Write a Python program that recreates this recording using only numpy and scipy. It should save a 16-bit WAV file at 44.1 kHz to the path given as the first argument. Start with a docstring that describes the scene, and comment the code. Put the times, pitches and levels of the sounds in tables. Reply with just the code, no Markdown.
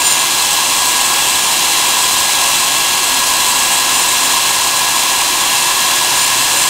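"""A hot-air gun blows steadily over a circuit board, close to a single microphone.
Turbulent air rushes through the resonant barrel, and the jet hisses as the nozzle moves over the parts.
The fan whines on multiples of its rotation, the jet whistles briefly where it grazes an edge, and soft
low hums come and go. The recorder holds each of its 16 kHz samples, which mirrors the hiss upward."""
import sys
import numpy as np
from scipy import signal
from scipy.fft import rfft, irfft
from scipy.io import wavfile

SR = 44100
rng = np.random.default_rng(int(sys.argv[2]) if len(sys.argv) > 2 else 0)


def to_wav(sig):
    """Store sig (one row per channel, or 1-D mono) as 16-bit WAV at the path in sys.argv[1].

    Samples outside -1..1 are clipped; the rate is SR.
    """
    pcm = np.clip(np.atleast_2d(sig), -1, 1) * 32767
    pcm = np.round(pcm).astype(np.int16)
    wavfile.write(sys.argv[1], SR, pcm.T)  # frames by channels


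N = 295029
TIME = np.arange(N) / SR
FREQS = np.maximum(np.arange(N // 2 + 1) * SR / N, 1)

# The rush as the nozzle moves about. Each row: time in seconds, relative level in dB.
RUSH_LEVELS = [(0, -16.7), (2.1, -16), (3.05, -16.5), (4.15, -16.0), (4.7, -17.0), (5.5, -16.5), (6.3, -16),
               (6.69, -16.5)]
# Broad turbulence. Each row: frequency in Hz, level in dB per Hz.
RUSH_SPECTRUM = [(25, -76), (80, -71), (200, -64.5), (500, -61.5), (900, -64), (1500, -60.0), (3000, -67),
                 (5000, -54.5), (8000, -53.5)]
# Deep air resonances of the barrel. Each row: centre in Hz, width in Hz, mid-scene level in dB per Hz.
BARREL_MODES = [(561, 63, -58.5), (670, 43, -56), (756, 146.0, -52.5), (946, 126, -46.5), (1029, 47, -46),
                (1075, 123, -46), (1340, 150, -60)]
# High air resonances of the nozzle tube. Each row: centre in Hz, width in Hz, level in dB per Hz.
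NOZZLE_MODES = [(2094, 320, -55.5), (2403, 300, -53), (2802, 340, -49), (3145, 206, -49.5),
                (3315, 147.0, -52.5), (3410, 266, -49), (3804, 290, -51.5), (4043, 260, -49.5),
                (4187, 300, -50), (4780, 190, -53.5), (5050, 350, -57.5), (5580, 79, -52), (6340, 430, -51)]
# Resonances at the nozzle's rim. Each row: centre in Hz, width in Hz, relative level in dB.
RIM_MODES = [(6985, 190, -46.5), (7180, 240, -49.5)]
# Resonances that fade or grow. Each row: centre in Hz, width in Hz, first and last level in dB per Hz.
SHIFTING_MODES = [(822, 34, -46, -49.5), (1742, 400, -59.5, -53.5)]
# Resonances of the housing. Each row: centre in Hz, width in Hz, relative level in dB.
HOUSING_MODES = [(135.5, 25, -62.0), (260, 18, -57), (305, 48, -60), (359.4, 33, -55.6)]
# The hiss as the nozzle sweeps on and off the parts. Each row: time in seconds, relative level in dB.
HISS_LEVELS = [(0, -24), (0.27, -27), (0.4, -21.5), (0.64, -24), (0.76, -21.4), (1.33, -21), (1.48, -23.8),
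               (1.97, -22.5), (2.63, -22.2), (2.8, -24.5), (3.27, -23), (3.48, -20.4), (3.88, -24),
               (4.1, -20), (4.25, -23.5), (4.85, -23.6), (6.0, -24), (6.69, -21.2)]
# Resonances between nozzle and board. Each row: centre in Hz, width in Hz, relative level in dB.
GAP_MODES = [(7585, 237, -49), (7900, 520, -48.5)]
# Fan tones. Each row: multiple of the rotation, level in dB rms, unsteadiness as a share of amplitude.
FAN_TONES = [(1, -51, 0.56), (3, -30, 0.33), (4, -42, 0.45), (5, -29.5, 0.15), (7, -42, 0.29),
             (8, -29.5, 0.15)]
# Edge whistles. Each row: start in seconds, length in seconds, pitch in Hz, level in dB before flicker.
EDGE_WHISTLES = [(0.041, .124, 7100, -16.5), (0.175, .05, 7160, -19), (1.984, 0.083, 7760, -22.5),
                 (2.17, 0.057, 7310, -20.5), (3.034, .06, 7870, -23), (3.511, .039, 7835, -22),
                 (3.71, .085, 7700, -21), (3.93, .12, 7135, -22.5), (4.225, .057, 7160, -21),
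                 (6.171, .1, 7115, -20), (6.523, 0.12, 7220, -21)]
# Low hums. Each row: middle in seconds, length in seconds, pitch in Hz, level at the crest in dB rms.
LOW_HUMS = [(3.15, 0.16, 264, -36), (3.929, .26, 264, -40.5), (4.24, .26, 267, -38), (6.35, 1, 124, -42.5)]


def from_db(db):
    """Decibels to gain."""
    return 10 ** (np.asarray(db) / 20)


def swell(levels, depth=1.0):
    """Gain that follows a level curve about its mean; depth scales the swing."""
    level_db = np.interp(TIME, *np.transpose(levels))
    return from_db(depth * (level_db - level_db.mean()))


def noise(power):
    """Noise with the given power per Hz."""
    return irfft(rfft(rng.standard_normal(N)) * np.sqrt(power * SR / 2), N)


def drift(rate_hz):
    """Random wander with a spread of 1, mostly slower than the given rate."""
    slow = noise(1 / (1 + (FREQS / rate_hz) ** 2) ** 2)
    return slow / slow.std()


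def resonances(modes):
    """Power per Hz of steep-sided resonances, each stirred by eddies of its own."""
    return sum(from_db(db) ** 2 / (1 + ((FREQS ** 2 - hz ** 2) / (FREQS * width)) ** 2) ** 2
               for hz, width, db in modes)


def sine(hz):
    """A tone of rms 1 on a moving pitch."""
    return np.sqrt(2) * np.sin(2 * np.pi * (np.cumsum(hz) / SR + rng.random()))


def airflow(roar_rise_db_per_s=0.15, flutter_db=0.17, rim_db=-0.5, housing_db=-0.6):
    """Turbulence stirs the gun's resonances: the deep barrel roars, the narrow nozzle rushes."""
    roar_gain = from_db(roar_rise_db_per_s * (TIME - TIME.mean()))  # grows as the fan gains speed
    roar = noise(resonances(BARREL_MODES)) * roar_gain
    broad_hz, broad_db = np.transpose(RUSH_SPECTRUM)
    broad_power = from_db(np.interp(np.log(FREQS), np.log(broad_hz), broad_db)) ** 2
    rim_power = from_db(rim_db) ** 2 * resonances(RIM_MODES)
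    rush = noise(broad_power + resonances(NOZZLE_MODES) + rim_power)
    rush = rush * swell(RUSH_LEVELS) * from_db(flutter_db * drift(40))
    shifting = sum(noise(resonances([(hz, width, 0)])) * from_db(np.linspace(first_db, last_db, N))
                   for hz, width, first_db, last_db in SHIFTING_MODES)
    housing = from_db(housing_db) * noise(resonances(HOUSING_MODES))
    return roar + rush + shifting + housing


def jet_hiss(gain_db=-1.1, sputter_db=0.5):
    """The jet hisses in the gap above the board, more when it strikes a part."""
    hiss = noise(resonances(GAP_MODES)) * swell(HISS_LEVELS, depth=1.2)
    return hiss * from_db(gain_db + sputter_db * drift(15))


def fan_whine(start_hz=329.85, climb_hz_per_s=0.54, wobble=0.00054):
    """Rotor and blades sing on multiples of the slowly rising rotation; uneven inflow shakes each tone."""
    rotation_hz = (start_hz + climb_hz_per_s * TIME) * (1 + wobble * drift(7.3))
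    whine = np.zeros(N)
    for order, db, unsteady in FAN_TONES:
        tone = from_db(db) * sine(order * rotation_hz)
        shake = (1 + unsteady * drift(3.1)) / np.hypot(1, unsteady)
        whine += tone * shake
    return whine


def edge_whistles(wander_hz=60, flicker_db=3.0, fade_s=0.0072):
    """On a sharp edge the jet locks into a wavering tone."""
    pitch, level = np.zeros(N), np.zeros(N)
    for start, length, hz, db in EDGE_WHISTLES:
        pitch[TIME >= start] = hz
        inside_s = np.minimum(TIME - start, start + length - TIME)
        level += from_db(db) * np.clip(inside_s / fade_s, 0, 1)
    flicker = from_db(flicker_db * drift(80))
    return level * flicker * sine(pitch + wander_hz * drift(84.7))


def low_hums():
    """Soft low tones rise and sink again."""
    hums = np.zeros(N)
    for middle, length, hz, db in LOW_HUMS:
        envelope = np.cos(np.pi * np.clip((TIME - middle) / length, -0.5, 0.5)) ** 2
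        hums += from_db(db) * envelope * sine(np.full(N, hz))
    return hums


def scene():
    """The gun over the board, in mono from close by."""
    return (airflow() + jet_hiss() + fan_whine() + edge_whistles() + low_hums())[None]


def record(dry, sampling_hz=16000, cutoff_hz=15700):
    """The recorder holds each sample, adding a mirror image and fine grit above 8 kHz; the top is cut."""
    sampled = signal.resample(dry, round(N * sampling_hz / SR), axis=1)
    clipped = np.clip(sampled, -1, 1)
    held = clipped[:, np.arange(N) * sampling_hz // SR]
    return irfft(rfft(held) * (FREQS < cutoff_hz), N)


dry = scene()
out = record(dry)
to_wav(out)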